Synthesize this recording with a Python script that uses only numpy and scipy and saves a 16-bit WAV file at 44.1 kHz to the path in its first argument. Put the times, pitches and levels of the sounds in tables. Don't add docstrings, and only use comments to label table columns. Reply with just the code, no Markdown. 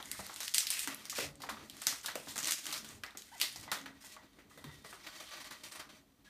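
import sys
import numpy as np
from scipy import signal
from scipy.fft import rfft, irfft
from scipy.io import wavfile
from scipy.ndimage import uniform_filter1d

SR = 44100
rng = np.random.default_rng(int(sys.argv[2]) if len(sys.argv) > 2 else 0)


def gain_from_decibels(decibels):
    exponent = np.asarray(decibels, float) / 20
    return 10 ** exponent


def wav_record(signal):
    frames = np.transpose(np.atleast_2d(signal))
    bounded = np.clip(frames, -1, 1)
    quanta = np.round(bounded * 32767).astype(np.int16)
    wavfile.write(sys.argv[1], SR, quanta)


N = 277389
ROOM_DB = -1


def rms_one(x):
    return x / np.sqrt(np.mean(x ** 2) + 1e-20)


def peak_one(x):
    return x / np.abs(x).max()


def in_time(rows):
    s, *columns = np.transpose(rows)
    return [np.interp(np.arange(N) / SR, s, c) for c in columns]


def coloured(x, spectrum):
    hz, db = np.transpose(spectrum)
    grid_hz = np.linspace(1, SR / 2, 2049)
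    log_gain = np.interp(np.log(grid_hz), np.log(hz), db) * np.log(10) / 20
    cepstrum = irfft(log_gain)
    cepstrum[1:2048] *= 2
    cepstrum[2049:] = 0
    impulse = irfft(np.exp(rfft(cepstrum)))
    return signal.oaconvolve(x, impulse)[:len(x)]


def resonance(x, hz, width_hz):
    r = np.exp(-np.pi * width_hz / SR)
    top = np.array([1, 0, -1]) * (1 - r * r) / 2
    return signal.lfilter(top, [1, -2 * r * np.cos(2 * np.pi * hz / SR), r * r], x)


def drift(rate_hz):
    r = np.exp(-2 * np.pi * rate_hz / SR)
    return rms_one(signal.lfilter([1], [1, -2 * r, r * r], rng.standard_normal(N + SR))[SR:])


def burst(noise, rise_s, decay_s):
    t = np.arange(len(noise)) / SR
    return noise * (1 - np.exp(-t / rise_s)) * np.exp(-t / decay_s)


def add(out, s, piece):
    i = round(s * SR)
    out[i:i + len(piece)] += piece[:N - i]


def swells(s, db, rise_s, rest_db):
    out, t = np.full(N, float(rest_db)), np.arange(N) / SR
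    fade_share = .9
    for at, top_db, rise in zip(s, db, np.maximum(rise_s, .01)):
        away_s = np.maximum(at - t, (t - at) / fade_share)
        out = np.maximum(out, top_db - 10 * away_s / rise)
    return out


def heard(piece, colour, wet_db):
    room_t60_s, treble_t60_s = 0.35, 0.16
    t = np.arange(round(.3 * SR)) / SR
    grit = signal.lfilter([.08], [1, -.96], rng.standard_normal(len(t)))
    scatter = rng.standard_normal(len(t)) * gain_from_decibels(6.7 * grit)
    low = signal.lfilter([.4], [1, -.6], scatter)
    echo = low * gain_from_decibels(-60 * t / room_t60_s) + (scatter - low) * gain_from_decibels(-60 * t / treble_t60_s)
    echo *= np.clip(t / 0.0026 - .5, 0, 1)
    wet = signal.fftconvolve(colour, echo)
    wet *= gain_from_decibels(wet_db) * np.linalg.norm(piece) / np.linalg.norm(wet)
    wet[:len(piece)] += piece
    return wet


# frequency in Hz, level in dB per Hz.
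AIR = [(15, -65.5), (25, -25.5), (48, 3.5), (82, -11.5), (229, 0), (270, -37), (363, -16.5), (427, -20.5),
       (545, -44), (2840, -29), (16000, -25)]


def still_air():
    air_db = -71 - 1.0
    return gain_from_decibels(air_db) * rms_one(coloured(rng.standard_normal(N + 4096), AIR)[4096:])


# frequency in Hz, level in dB per Hz.
SKIN = [(500, -43.5), (1200, -14.5), (2000, -3), (3200, 0.5), (5000, 2), (9000, -1.5), (12000, -2.5),
        (16000, -9.5)]


def skin(x):
    return rms_one(coloured(x, SKIN))


# frequency in Hz, width in Hz, level in dB.
BOARD = [(150, 37, 2), (216, 31, 5.5), (273.2, 21.3, 7.5), (358, 54, -8.5), (567, 320, -18.5)]


def board(x):
    return sum(gain_from_decibels(db) * resonance(x, hz, width_hz) for hz, width_hz, db in BOARD)


def grains(per_s, spread_db, smooth):
    sizes = gain_from_decibels(spread_db * np.minimum(rng.exponential(1, N), 4)) * rng.standard_normal(N)
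    born = rng.random(N) < per_s * gain_from_decibels(5.0 * drift(40)) / SR
    return rms_one(rms_one(sizes * born) + smooth * rng.standard_normal(N))


# peak time in seconds, level in dB, balloon body re hiss in dB,
# time to swell by 10 dB in seconds.
TURNS = [(0.0, -59, 9.5, 0.04), (.19, -48, -20, 0.17), (.31, -51.5, -5, 0.25), (.46, -47.5, -22.5, 0.16),
         (.79, -45, -23, 0.07), (.91, -51, -0.5, 0.09), (1.02, -57.5, 0.5, 0.13),
         (1.185, -34.5, -7.5, 0.0054), (1.242, -48.5, -3, 0.05), (1.47, -59, 4, -0.24),
         (1.59, -65.5, 7.5, 0.17), (1.79, -60.5, -1.5, 0.3), (1.91, -43, -10.5, 0.0765),
         (2.12, -69, 17, 0.04), (2.31, -50.5, -11, 0.1), (2.491, -38, -3, 0.0482), (2.59, -48.5, -8, 0.07),
         (2.906, -54, -1.5, 0.07), (3.26, -61, -12, 0.06), (3.38, -69, -0.5, 0.8), (3.436, -47, 0, 0.0337),
         (3.48, -49, -8.5, 0.12), (3.638, -53, -2.5, 0.04), (3.73, -69, 15.5, 0.07), (4.14, -76.5, 13, 0.3),
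         (4.75, -61.5, -0.5, 0.12), (5.04, -58, -8, -0.1), (5.19, -56.5, 3, 0.23), (5.21, -52, 5, 0.01),
         (5.356, -55, 10.5, 0.03), (5.55, -59.5, 3.5, 0.11), (5.658, -51, -1, -0.04),
         (5.726, -48.5, -1, -0.05), (5.762, -48, -2, -0.05), (5.99, -71, 4, -0.83)]
# start in seconds, length in seconds, level in dB,
# balloon body re hiss in dB.
STROKES = [(0.719, 0.12, -42.5, -30), (1.153, 0.079, -42, -12), (2.028, 0.011, -45.5, -15),
           (2.661, 0.11, -46.5, -2), (3.855, 0.0082, -67, 13.5), (4.004, 0.13, -56.5, -9),
           (4.495, 0.06, -63.5, -3), (4.838, 0.068, -60, 2.5), (5.037, 0.018, -60.5, 6.5),
           (5.062, 0.011, -57, 9), (5.196, 0.011, -53, 5), (5.311, 0.064, -60.5, 13),
           (5.399, 0.015, -58.5, 9), (5.44, 0.032, -56, 5.5), (5.502, 0.021, -55, 2.5),
           (5.632, 0.032, -50.5, -0.5), (5.71, 0.029, -53.5, 2), (5.746, 0.012, -52.5, 3),
           (5.791, 0.0087, -55, 7.5), (5.888, 0.014, -62, 6.5), (5.945, 0.026, -67, 6.5),
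           (6.244, 0.051, -73, 6.5)]


def hand_levels():
    rest_db, grip_s = -92.5, .005
    s, level_db, rel_db, rise_s = np.transpose(TURNS)
    hiss_db = swells(s, level_db, rise_s, rest_db)
    body_db = swells(s, level_db + rel_db, rise_s, rest_db + 15.5)
    for s, length_s, level_db, rel_db in STROKES:
        t = np.arange(N) / SR - s
        grip_db = 20 * np.log10(np.clip(t / grip_s, 1e-4, 1))
        shape_db = level_db + grip_db - 260 * np.clip(t - length_s, 0, 1)
        hiss_db = np.maximum(hiss_db, shape_db)
        body_db = np.maximum(body_db, shape_db + rel_db)
    return hiss_db, body_db


# frequency in Hz, level in dB per Hz.
BODY = [(250, -14.5), (500, 2), (1100, 3), (2000, 3.5), (4000, 1), (8000, -14)]
# frequency in Hz, width in Hz, level in dB.
CAVITY = [(326, 52, 0), (624, 3.3, 6.5), (1170, 36, -2), (1490, 12, -6), (1908, 33, -0.5), (2220, 17, -3),
          (3130, 68, -4), (3590, 47, -3), (3960, 65, -6.5), (4440, 60, -4), (5840, 50, -2.5)]


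def rubbing(flicker_db):
    hiss_db, body_db = hand_levels()
    rasp = grains(3000, spread_db=2.5, smooth=1.2)
    patches = np.zeros(N)
    for hz in np.geomspace(2050, 8500, 7):
        wander = gain_from_decibels(5.5 * drift(4.35))
        patches += resonance(rasp, hz, 0.17 * hz) * wander / np.sqrt(hz)
    hiss = rms_one(skin(rasp) + 1.4 * rms_one(patches))
    rough = grains(1100, spread_db=-11.0, smooth=3.0)
    cavity = np.zeros(N)
    for hz, width_hz, db in CAVITY:
        cavity += gain_from_decibels(db + 2 * drift(8)) * resonance(rough, hz, 1.5 * width_hz)
    body = rms_one(rms_one(coloured(rough, BODY)) + 0.69 * rms_one(cavity))
    return hiss * gain_from_decibels(hiss_db + flicker_db) + body * gain_from_decibels(body_db + flicker_db)


# time in seconds, level in dB.
WEIGHT = [(0.0, -59.5), (.46, -72), (.72, -69), (.91, -63), (1.07, -64.5), (1.24, -67), (1.53, -55.5),
          (1.95, -71), (2.35, -58), (2.59, -70), (2.85, -57), (3.26, -73.5), (3.85, -58.5), (4.05, -72),
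          (4.65, -62.5), (5.19, -77), (5.75, -65), (6.29, -73)]
# time in seconds, level in dB.
SHOVES = [
    (.19, -58),
    (1.27, -57),
    (1.55, -64),
    (2.01, -69),
    (2.31, -65),
    (2.98, -61),
    (3.59, -60),
    (4.73, -60),
    (5.69, -69),
]


def table_rumble(flicker_db):
    (board_db,) = in_time(WEIGHT)
    shove_s, legs_rest_db = 0.1, -77.5
    legs_db = swells(*np.transpose(SHOVES), [shove_s] * len(SHOVES), legs_rest_db)
    push = rng.standard_normal(N)
    legs = rms_one(resonance(resonance(push, 83, 87), 83, 87))
    top = rms_one(board(push)) * gain_from_decibels(board_db + 1.9 * flicker_db)
    return top + legs * gain_from_decibels(legs_db + 1.7 * flicker_db)


# start in seconds, peak in dB, centre in Hz, metal re tap in dB.
TAPS = [(.001, -39.5, 930, -20), (.295, -38.5, 970, -20), (.547, -45, 1490, 15), (1.126, -39, 1240, 2),
        (1.184, -28, 530, -0.5), (1.403, -46.5, 770, 6), (1.418, -48, 1500, -21), (1.435, -34.5, 850, -18),
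        (1.608, -48, 1200, -21), (1.489, -29.5, 1120, -5), (1.817, -40.5, 1410, -20),
        (2.045, -39.5, 1400, -22), (2.082, -32.5, 1460, -4), (2.154, -29.5, 580, -33),
        (2.36, -38.5, 1390, -19.5), (2.665, -48, 1480, -11), (3.559, -44.5, 770, 7), (3.77, -41.5, 557, 5),
        (3.858, -36.5, 1640, -3), (4.04, -50, 1010, -2), (4.165, -44.5, 990, 1), (4.386, -49, 342, -2),
        (4.512, -50.5, 1230, 4), (4.64, -42, 290, -5), (4.693, -48.5, 1210, 11), (4.927, -39, 1210, -22),
        (5.205, -45.5, 624, -8), (5.755, -46, 1150, -21), (5.797, -41, 1300, -21), (5.848, -52, 1400, -21),
        (3.655, -52, 710, -19), (0.147, -46, 1390, -21)]
# start in seconds, peak in dB, centre in Hz, metal re knock in dB.
KNOCKS = [(.191, -36.5, 670, -33.5), (0.697, -50, 1420, -16), (.874, -30, 1310, 1.5),
          (1.569, -44, 1150, -18), (1.868, -32, 1550, 3), (1.925, -36.5, 1290, -11), (2.272, -38, 960, -35),
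          (3.035, -35, 1630, 0), (3.15, -45, 377, 1), (3.413, -39, 1110, 11), (3.678, -39, 890, 7),
          (3.717, -29, 1490, -24), (4.574, -46, 554, 6.5), (4.846, -43.5, 468, 6.5),
          (5.511, -41.5, 1180, 6), (5.801, -55, 1170, -7)]
# frequency in Hz, level in dB, t60 in seconds.
METAL = [(1917, 2.5, 0.21), (2014, 9.5, 0.13), (3560, -7, 0.233)]


def knocks():
    knock_thud_db, tap_thud_db = -11.5, -26
    rows = [(*row, knock_thud_db) for row in KNOCKS] + [(*row, tap_thud_db) for row in TAPS]
    out, t = np.zeros(N), np.arange(12000) / SR
    ring = sum(gain_from_decibels(db - 60 * t / t60_s) * np.sin(2 * np.pi * hz * t) for hz, db, t60_s in METAL)
    ring *= 1 - np.exp(-t / 0.031)
    soft = signal.butter(1, 1500, fs=SR)
    for s, peak_db, hz, metal_db, thud_db in rows:
        tap = burst(rng.standard_normal(12000), rise_s=.0006, decay_s=.007)
        pair = np.array([tap[:2000], np.eye(1, 2000)[0]])
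        contact = resonance(pair, hz, .5 * hz) + .33 * resonance(pair, 1100, 1200)
        dull, colour = signal.lfilter(*soft, contact)
        add(out, s, gain_from_decibels(peak_db) * heard(peak_one(dull), colour, ROOM_DB - 0.5))
        add(out, s, gain_from_decibels(peak_db + thud_db) * peak_one(board(tap)))
        add(out, s, gain_from_decibels(peak_db + metal_db - 14.5) * ring)
    return out


# start in seconds, frequency in Hz, peak in dB, t60 in seconds.
HUMS = [(.192, 195, -49.5, .32), (.875, 273, -47.5, .4), (1.185, 385, -36, .13), (1.215, 145, -51, .7),
        (1.215, 554, -53, .55), (1.22, 290, -52, .5), (1.501, 219.5, -54, .55), (3.809, 273, -53.5, .73),
        (4.659, 148, -49, .46), (1.191, 2005, -46, .27), (4.645, 1895, -56, .55), (4.65, 3634, -62, .9),
        (4.65, 4511, -67, .45), (4.06, 1943, -61, .6), (4.167, 1104, -56, .09), (4.142, 1104, -60, .08),
        (4.508, 1230, -59, .12), (4.928, 1450, -53, .13), (4.93, 380, -50, .09), (4.93, 700, -55, .09),
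        (4.853, 1917, -54, .3), (3.316, 1530, -58, .2), (3.316, 3050, -59, .25), (3.316, 4650, -63, .15),
        (3.342, 1990, -58, .1), (3.354, 1990, -56, .2), (3.037, 1680, -50, .25), (3.718, 1442, -45, .2),
        (3.718, 1232, -47, .2), (1.49, 1232, -46, .15), (3.43, 2130, -45, .2), (2.156, 520, -45, .15)]


def hums():
    out, t = np.zeros(N), np.arange(12000) / SR
    for s, hz, peak_db, t60_s in HUMS:
        shiver = uniform_filter1d(rng.standard_normal(12000), size=500)
        waver_db = 3 * rms_one(uniform_filter1d(shiver, size=500))
        tone = np.sin(2 * np.pi * hz * t) * (1 - np.exp(-t / 0.0014))
        add(out, s, gain_from_decibels(peak_db - 60 * t / t60_s + waver_db) * tone)
    return out


# start in seconds, peak in dB, centre in Hz.
TICKS = [(0.0266, -30.5, 3560), (.0564, -35.5, 6550), (.181, -39, 4440), (0.274, -38, 6630),
         (0.341, -34, 7900), (.4156, -43, 4000), (.4505, -38, 6500), (0.494, -32, 6800),
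         (0.7055, -23, 11000), (.833, -28, 8600), (0.846, -30, 8400), (.9453, -28.5, 11400),
         (1.104, -31, 5440), (1.152, -32.5, 4900), (1.3552, -43, 7100), (1.6079, -46, 3450),
         (1.8, -38, 7000), (1.8377, -38, 4740), (2.013, -35, 6720), (2.2913, -42, 5340),
         (2.3099, -33, 8100), (2.367, -29, 8180), (2.3873, -32, 6650), (2.401, -27, 6700),
         (2.4295, -23, 6560), (2.437, -25, 5570), (2.4445, -20.5, 6100), (2.4557, -20.5, 5430),
         (2.4717, -19, 7450), (2.4835, -22, 5550), (2.4945, -28, 5800), (2.7051, -32, 4390),
         (2.713, -31, 3000), (2.889, -34.5, 6650), (3.0635, -37, 5200), (3.1069, -44, 3700),
         (3.1922, -43, 3770), (3.526, -35, 8960), (3.599, -36, 8500), (3.611, -36, 8000),
         (3.6305, -35, 6650), (3.744, -30, 5500), (3.8142, -39, 6370), (4.1648, -47, 3270),
         (4.332, -53, 3700), (4.4212, -53, 4050), (5.0718, -36, 2950), (5.31, -38.5, 2900),
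         (5.444, -38, 3900), (5.72, -36, 4600), (5.804, -35, 5800)]
# start in seconds, peak in dB, centre in Hz, creeping aftermath in dB.
SLIPS = [(.1145, -18.5, 8900, -3), (.3611, -23.5, 3270, -0.5), (.5504, -23.5, 5600, 8.5),
         (.6044, -20, 5500, 4.5), (.7034, -14.5, 8850, 2.5), (1.2087, -27, 4000, -3),
         (1.401, -47, 4220, 12), (1.4192, -32.5, 4440, 4.5), (2.0445, -36, 3560, 8),
         (2.0598, -19.5, 3730, 2.5), (2.155, -22.5, 2690, -1), (2.2845, -29, 3860, 8),
         (2.6372, -38.5, 3770, 13), (2.7774, -26, 5800, 3), (3.1725, -28, 6660, 1.5),
         (3.2205, -34.5, 3940, -2), (3.3806, -37, 6300, -12), (3.5596, -29, 5030, 3),
         (4.5756, -43, 3720, 7.5), (5.7999, -32, 4970, 0.5)]
# start in seconds, peak in dB, centre in Hz, aftermath in dB.
PLUCKS = [(.2657, -30, 9400, -15), (.404, -26.5, 3900, 5.5), (.4313, -27, 5880, -25),
          (.6304, -26, 7410, -2), (.8741, -21, 2550, 1), (1.054, -30.5, 4960, 0.5), (1.1628, -40, 4580, 18),
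          (1.4935, -33, 3680, 7.5), (1.7679, -35.5, 8900, -8), (1.8143, -39.5, 4170, 4),
          (2.358, -27, 6300, 3), (2.379, -22.5, 6600, 4.5), (2.6558, -25.5, 6800, -4),
          (2.7258, -25.5, 4200, 5.5), (2.8453, -34, 3400, 5.5), (3.7163, -19.5, 3620, 3.5),
          (4.8474, -43.5, 4180, 6), (4.9269, -51.5, 2900, 17)]
# start in seconds, peak in dB, centre in Hz, aftermath in dB.
SNAPS = [(0.4795, -21, 4080, -7), (0.5393, -22, 5000, -1.5), (0.5449, -10, 8100, 0.5),
         (.5815, -7.5, 7850, -1.5), (0.595, -32, 9120, -18), (0.669, -17.5, 4400, 1),
         (0.7382, -23, 8450, -8), (0.7925, -17.5, 8500, 1.5), (1.0974, -23.5, 6700, 4.5),
         (1.6979, -30.5, 3920, -1.5), (1.8181, -24.5, 8970, 2.5), (1.8686, -7, 6180, 0),
         (2.509, -14, 9500, -1), (2.514, -29, 5800, -0.5), (2.52, -16.5, 6300, 1.5),
         (2.6667, -21, 3080, -7.5), (2.74, -24.5, 3740, 0), (3.3998, -22.5, 3330, 5),
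         (3.414, -10.5, 4360, 1.5), (4.6418, -34, 3750, 2.5), (5.51, -34.5, 4200, 3)]
# start in seconds, peak in dB, centre in Hz, aftermath in dB.
POPS = [
    (3.0358, -34.5, 3900, 1.5),
    (3.8605, -43.5, 2850, -6),
    (4.3888, -61.5, 2610, 13.5),
    (5.0685, -44.5, 3990, 4),
]


def releases():
    broad_ring, tick_ring, tick_after_db, tick_body_db = 0.44, 1.1, -5.5, -27
    rows = [(*row, tick_after_db, tick_body_db, tick_ring) for row in TICKS]
    for kind, body_db in [(SNAPS, -32), (SLIPS, -10.5), (PLUCKS, -1.5), (POPS, 10.5)]:
        rows += [(*row, body_db, broad_ring) for row in kind]
    return rows


def slips():
    out, click = np.zeros(N), np.eye(1, 1024)[0]
    for s, peak_db, hz, creep_db, body_db, ring in releases():
        scrap = rng.standard_normal(1024)
        uneven = scrap * gain_from_decibels(3.64 * scrap[::-1])
        crack = burst(uneven, rise_s=0.0005, decay_s=0.0012)
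        crack[20] += 1.4 * np.abs(crack).max()
        voices = []
        for x in (crack, click):
            patch = rms_one(resonance(resonance(x, hz, .5 * hz), hz, .5 * hz))
            tube = rms_one(resonance(x, 1671, 1600))
            bright = skin(x) + ring * patch
            voices.append((bright, bright + gain_from_decibels(body_db) * tube))
        (bright, direct), (_, colour) = voices
        direct = direct / np.abs(bright).max()
        add(out, s, gain_from_decibels(peak_db - 2.0) * heard(direct, colour, ROOM_DB + creep_db))
    return out


# time in seconds, pitch in Hz, level in dB.
SQUEAKS = [
    [(3.312, 771, -93), (3.318, 780, -56), (3.326, 836, -50.5), (3.337, 1010, -53), (3.35, 855, -55),
     (3.362, 700, -52.5), (3.37, 617, -71)],
    [(5.745, 1150, -72), (5.756, 1196, -57), (5.78, 1095, -54), (5.803, 1294, -54), (5.825, 1396, -56.5),
     (5.86, 1420, -72)],
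    [(6.25, 1640, -83.5), (6.265, 1694, -60.5), (6.285, 1640, -60)],
]
# pitch wobble as a share, overtones in dB, flutter in dB.
SQUEAK_TONE = [
    (.015, -4, 2),
    (.2, -18, 6),
    (.01, -30, 2),
]
# multiple of the pitch, level in dB.
SQUEAK_PARTIALS = [(1, 0), (2, -4), (3, -18), (4, -18), (5, -24)]


def squeaks():
    out = np.zeros(N)
    for rows, (wobble, overtones_db, flutter_db) in zip(SQUEAKS, SQUEAK_TONE):
        before = (rows[0][0] - .002, rows[0][1], -130)
        after = (rows[-1][0] + .002, rows[-1][1], -130)
        hz, level_db = in_time([before, *rows, after])
        phase = 2 * np.pi * np.cumsum(hz * (1 + wobble * drift(130))) / SR
        tone = sum(gain_from_decibels(db + overtones_db * (k > 1)) * np.sin(k * phase) for k, db in SQUEAK_PARTIALS)
        out += gain_from_decibels(level_db + flutter_db * drift(80)) * tone
    return heard(out, out, wet_db=-8)[:N]


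def scene():
    flicker_db = 1.3 * drift(25)
    friction = rubbing(flicker_db) + table_rumble(flicker_db)
    return (still_air() + friction + knocks() + hums() + slips() + squeaks())[None]


def top_cut(x):
    return signal.sosfilt(signal.butter(12, 16640, fs=SR, output="sos"), x)


def record(dry):
    port = dry - 0.8 * resonance(dry, 10440, width_hz=340)
    steep = signal.ellip(8, .5, 27, 15250, fs=SR, output="sos")
    return top_cut(signal.sosfilt(steep, port))


dry = scene()
out = record(dry)
wav_record(out)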